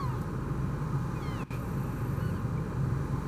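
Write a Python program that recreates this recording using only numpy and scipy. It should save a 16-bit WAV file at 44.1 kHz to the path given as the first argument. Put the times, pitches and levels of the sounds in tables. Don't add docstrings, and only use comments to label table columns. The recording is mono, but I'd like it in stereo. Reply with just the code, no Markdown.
import sys
import numpy as np
from scipy import signal
from scipy.fft import rfft, irfft, next_fast_len
from scipy.io import wavfile
from scipy.ndimage import uniform_filter1d

SR = 44100
rng = np.random.default_rng(int(sys.argv[2]) if len(sys.argv) > 2 else 0)


def undo_db(level):
    steps = np.asarray(level, float) / 20
    return 10 ** steps


def to_wav(s):
    ch = np.atleast_2d(s).T
    pcm = np.round(np.clip(ch, -1, 1) * 32767)
    wavfile.write(sys.argv[1], SR, pcm.astype(np.int16))


N = 144207
T = np.arange(N) / SR
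HZ = np.maximum(np.fft.rfftfreq(next_fast_len(N), 1 / SR), 1)
MUTE_S, UNMUTE_S = 1.437, 1.505


def read(table, hz, **ends):
    rows = np.array(table, float)
    return np.interp(np.log(hz), np.log(rows[:, 0]), rows[:, 1], **ends)


def level(x, db):
    return x * undo_db(db) / np.sqrt(np.mean(x ** 2))


def shape(x, gain):
    size = next_fast_len(N)
    return irfft(rfft(x, size) * gain, size)[..., :N]


def bell(hz, width_hz):
    return np.exp(-.5 * ((HZ - hz) / (width_hz / 2)) ** 2)


def walk(rate_hz):
    hold = int(SR / rate_hz)
    levels = np.repeat(rng.standard_normal(N // hold + 1), hold)
    smooth = uniform_filter1d(uniform_filter1d(levels, hold), hold)[:N]
    return smooth / smooth.std()


def mew(call, throat):
    rows = np.array(call, float)
    hz, effort_db, mouth_db = (np.interp(T, rows[:, 0], rows[:, k]) for k in range(1, 4))
    hz = hz * (1 + .003 * walk(60))
    begun = rows[0, 0] < .01
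    edge_s = .01
    gate = np.clip(np.minimum(T - rows[0, 0] + begun, rows[-1, 0] - T) / edge_s, 0, 1)
    phase = 2 * np.pi * np.cumsum(hz) / SR
    voice = 0
    for k in range(1, 7):
        flutter_db = 1.8 * walk(49.37)
        upper_db = -9 * max(k - 4, 0)
        partial_db = read(throat, k * hz) + flutter_db + (k - 1) * mouth_db + upper_db
        voice = voice + undo_db(partial_db) * np.sin(k * phase)
    return np.sqrt(2) * voice * gate * undo_db(effort_db)


def herd():
    # (time [s], pitch [Hz], effort [dB], mouth opening [dB per partial])
    calls = [
        [(0, 1135, -57, 0), (.044, 1038, -57, 0), (.068, 985, -58, -3), (.114, 929, -61, -1),
         (.14, 865, -70, 1), (.2, 820, -76, 0)],
        [(1.15, 1250, -56, -9), (1.185, 1225, -50, -9), (1.218, 1140, -52, -8), (1.228, 1098, -57, 0),
         (1.344, 1008, -57, 0), (1.394, 908, -55, -2), (1.44, 800, -55, -2.5)],
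        [(2.2, 1395, -66, 0), (2.212, 1448, -62, 0), (2.25, 1492, -62, 0), (2.3, 1447, -62, 0),
         (2.318, 1257, -62, -3), (2.335, 1200, -60, -3)],
        [(2.33, 1550, -76, 3), (2.348, 1530, -70, 2), (2.354, 1600, -62, -5), (2.405, 1270, -61, -6),
         (2.43, 1210, -58, -6), (2.44, 1200, -72, -6)],
    ]
    # (frequency [Hz], gain [dB])
    throats = [
        [(1150, 16), (2100, -7), (2750, 3), (3000, -13), (3350, -2), (3750, -18), (4200, 2), (5000, -6)],
        [(1750, -11), (2100, 3), (2330, -3), (2620, 11), (2950, -3), (3300, -1), (3800, -13), (4250, -3)],
        [(1300, 0), (1490, 8), (2450, 2), (2700, -4), (2950, 0), (3800, -14), (4400, -3), (5500, -25)],
        [(1300, -5), (2450, 1), (2800, -1), (3100, 2), (3800, -14), (4500, 1), (5500, -25)],
    ]
    return sum(mew(call, throat) for call, throat in zip(calls, throats))


def lens_motor():
    # (first step [s], end [s], level [dB])
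    runs = [
        (.0273, 0.244, -58),
        (1.534, 2.27, -54.5),
        (2.293, 2.42, -57.5),
    ]
    step_s = [.00835, .005005, .0085]
    step_db = [0.1, 1.5, 0.1, -9, -9, -6]
    # (centre [Hz], width [Hz], level [dB])
    gears = [(2530, 350, -66.5), (12600, 2900, -71), (8800, 3500, -68.5)]
    barrel_hz, width_hz, ring_s = 12300, 1500, .0008
    tone_share = .6

    hits = np.zeros(N)
    for (start, end, db), gap in zip(runs, step_s):
        at = np.arange(start, end, gap)
        scatter_db = 1.5 * rng.standard_normal(len(at))
        hits[(at * SR).astype(int)] += undo_db(db + np.resize(step_db, len(at)) + scatter_db)
    bump = np.exp(-.5 * (2 * np.pi * HZ * ring_s) ** 2)
    knock = shape(hits, bump) * ring_s * SR * np.sqrt(2 * np.pi)

    rattle = level(shape(rng.standard_normal((2, N)), bell(barrel_hz, width_hz)), 0)
    port_phase = np.array([[0], [1.7]])
    tone = np.sin(2 * np.pi * barrel_hz * T + 3 * walk(400) + port_phase)
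    barrel = np.sqrt(1 - tone_share) * rattle + np.sqrt(2 * tone_share) * tone

    whine = sum(level(shape(rng.standard_normal(N), bell(hz, w)), db) for hz, w, db in gears)
    running = (T > runs[1][0]) * np.clip((runs[2][1] - T) / 0.081, 0, 1)
    return knock * barrel + whine * running


def camera_body():
    # (time [s], level [dB], centre [Hz], width [Hz], length [s])
    clicks = [
        (.218, -54, 8000, 12000, .003),
        (1.38, -60, 6000, 3000, .004),
        (3.051, -65, 11000, 6000, .003),
    ]
    ticks = 0
    for at, db, hz, width_hz, length_s in clicks:
        burst = level(shape(rng.standard_normal(N), bell(hz, width_hz)), db)
        ticks = ticks + burst * np.exp(-.5 * ((T - at) / length_s) ** 2)
    squeak_s, squeak_hz, squeak_db, squeak_length_s = 2.58, 2300, -53, .005
    squeak = undo_db(squeak_db) * np.sqrt(2) * np.sin(2 * np.pi * squeak_hz * T)
    return ticks + squeak * np.exp(-.5 * ((T - squeak_s) / squeak_length_s) ** 2)


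def zoom_whirr():
    # (frequency [Hz], level [dB per Hz])
    colour = [(600, -22), (1550, -4), (2050, -13), (2450, 4), (2800, -14), (4500, -18), (7000, -24),
              (14000, -36)]
    whirr = level(shape(rng.standard_normal(N), undo_db(read(colour, HZ, left=-60))), -48.5)
    since = T - UNMUTE_S
    hold_s, fade_s = .04, .025
    return whirr * (since > -.07) * np.exp(-np.maximum(since - hold_s, 0) / fade_s)


def engine_tones(phase):
    # (multiple, level [dB], wander [dB])
    orders = [(1, -61, 3), (2, -45, 1), (3, -47, 2), (4, -51, 4), (5, -48, 4), (6, -45, 4)]
    tones = 0
    for k, db, wander_db in orders:
        strength = undo_db(db + 0.23 + wander_db * walk(5.47))
        tones = tones + np.sqrt(2) * strength * np.sin(k * phase + rng.uniform(0, 2 * np.pi))
    return tones


def noise(table, db, flicker_db, throb_db=0):
    # (frequency [Hz], width [Hz], lift [dB])
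    panels = [(1053, 88, 7.5), (1232, 62, 7), (1620, 20, 3.5), (2417, 80, 6.5), (3920, 250, 3.5),
              (4450, 47, 6), (5850, 340, 4)]
    lift_db = sum(lift * bell(hz, width_hz) for hz, width_hz, lift in panels)
    gain = undo_db(read(table, HZ, left=-90, right=-88) + lift_db)
    position = 2 * np.log2(HZ / 30)
    first = int(2 * np.log2(table[0][0] / 30))
    last = int(2 * np.log2(table[-1][0] / 30))
    out = 0
    for k in range(first, last + 2):
        share = np.sqrt(np.clip(1 - abs(position - k), 0, 1))
        band = shape(rng.standard_normal((2, N)), gain * share)
        out = out + band * undo_db(flicker_db * walk(9.28) + throb_db)
    return level(out, db)


def engine_and_air():
    # (time [s], frequency [Hz])
    idle = [(0.0, 23.1), (0.55, 22.3), (1.36, 22.4), (1.44, 23.1), (3.27, 23.0)]
    # (time [s], level [dB])
    breeze = [(0, 3.5), (.4, 0.5), (1.0, 2.1), (1.4, 5), (1.6, 1.8), (2.3, 1.5), (2.55, 0.4), (3.27, 3)]
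    # (frequency [Hz], level [dB per Hz])
    boom = [(30, -40), (60, -18.5), (100, -9.5), (138, -2.5), (200, -12), (320, -17.5), (540, -24.5),
            (690, -36)]
    # (frequency [Hz], level [dB per Hz])
    clatter = [(600, -63), (690, -19), (810, 1), (1060, -2.5), (1500, -4.5), (1900, -14.5), (2420, -20),
               (3300, -27.5)]
    # (frequency [Hz], level [dB per Hz])
    hiss = [(1760, -31), (3000, -9), (4370, -3), (5160, -7.5), (6620, -4), (12800, -8), (13900, -15),
            (14900, 2)]
    speed = np.interp(T, *np.array(idle).T) * (1 + 0.0046 * walk(5.76))
    phase = 2 * np.pi * np.cumsum(speed) / SR
    swell_db = np.interp(T, *np.array(breeze).T)
    throb_db = 0.5 * np.sin(2 * phase) + 0.58 * swell_db
    bed = noise(boom, -33.5, 1.0) + noise(clatter, -45, 0.89, throb_db) + noise(hiss, -59, 0.2, swell_db)
    return bed + np.array([engine_tones(phase), 0 * T])


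def ports(common, different):
    # (frequency [Hz], left over right [dB])
    balance = [(60, 5.5), (110, 5.5), (200, 5.5), (370, 3.5), (690, 0.6), (1260, -2.5), (2320, -1.5),
               (4270, 0.8), (7850, 0.8), (14400, 0.4)]
    # (frequency [Hz], left ahead of right [radians])
    lead = [(40, .8), (300, .6), (1030, -1.1), (1460, -.3), (4050, 0.01), (5600, -.4), (9000, -1.6),
            (14000, -3.2)]
    # (frequency [Hz], likeness [0-1])
    alike = [(60, .99), (250, .9), (600, .86), (1200, .84), (2000, .9), (3500, .92), (4600, .5),
             (8000, .35)]
    likeness = np.clip(read(alike, HZ), 0, 1)
    tilt = undo_db(read(balance, HZ) / 2) * np.exp(.5j * read(lead, HZ))
    middle = shape(common, np.sqrt((1 + likeness) / 2))
    side = shape(different, np.sqrt((1 - likeness) / 2))
    return np.array([shape(middle + side, tilt), shape(middle - side, 1 / tilt)])


def scene():
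    camera = lens_motor() + camera_body() + zoom_whirr()
    return herd() + camera + ports(*engine_and_air())


def roll_off(x):
    return signal.sosfilt(signal.butter(12, 15040, fs=SR, output="sos"), x)


def record(dry):
    edge_s, mute_db = .002, -16
    duck = np.clip(np.minimum(T - MUTE_S, UNMUTE_S - T) / edge_s + .5, 0, 1)
    return roll_off(dry * undo_db(mute_db * duck))


dry = scene()
out = record(dry)
to_wav(out)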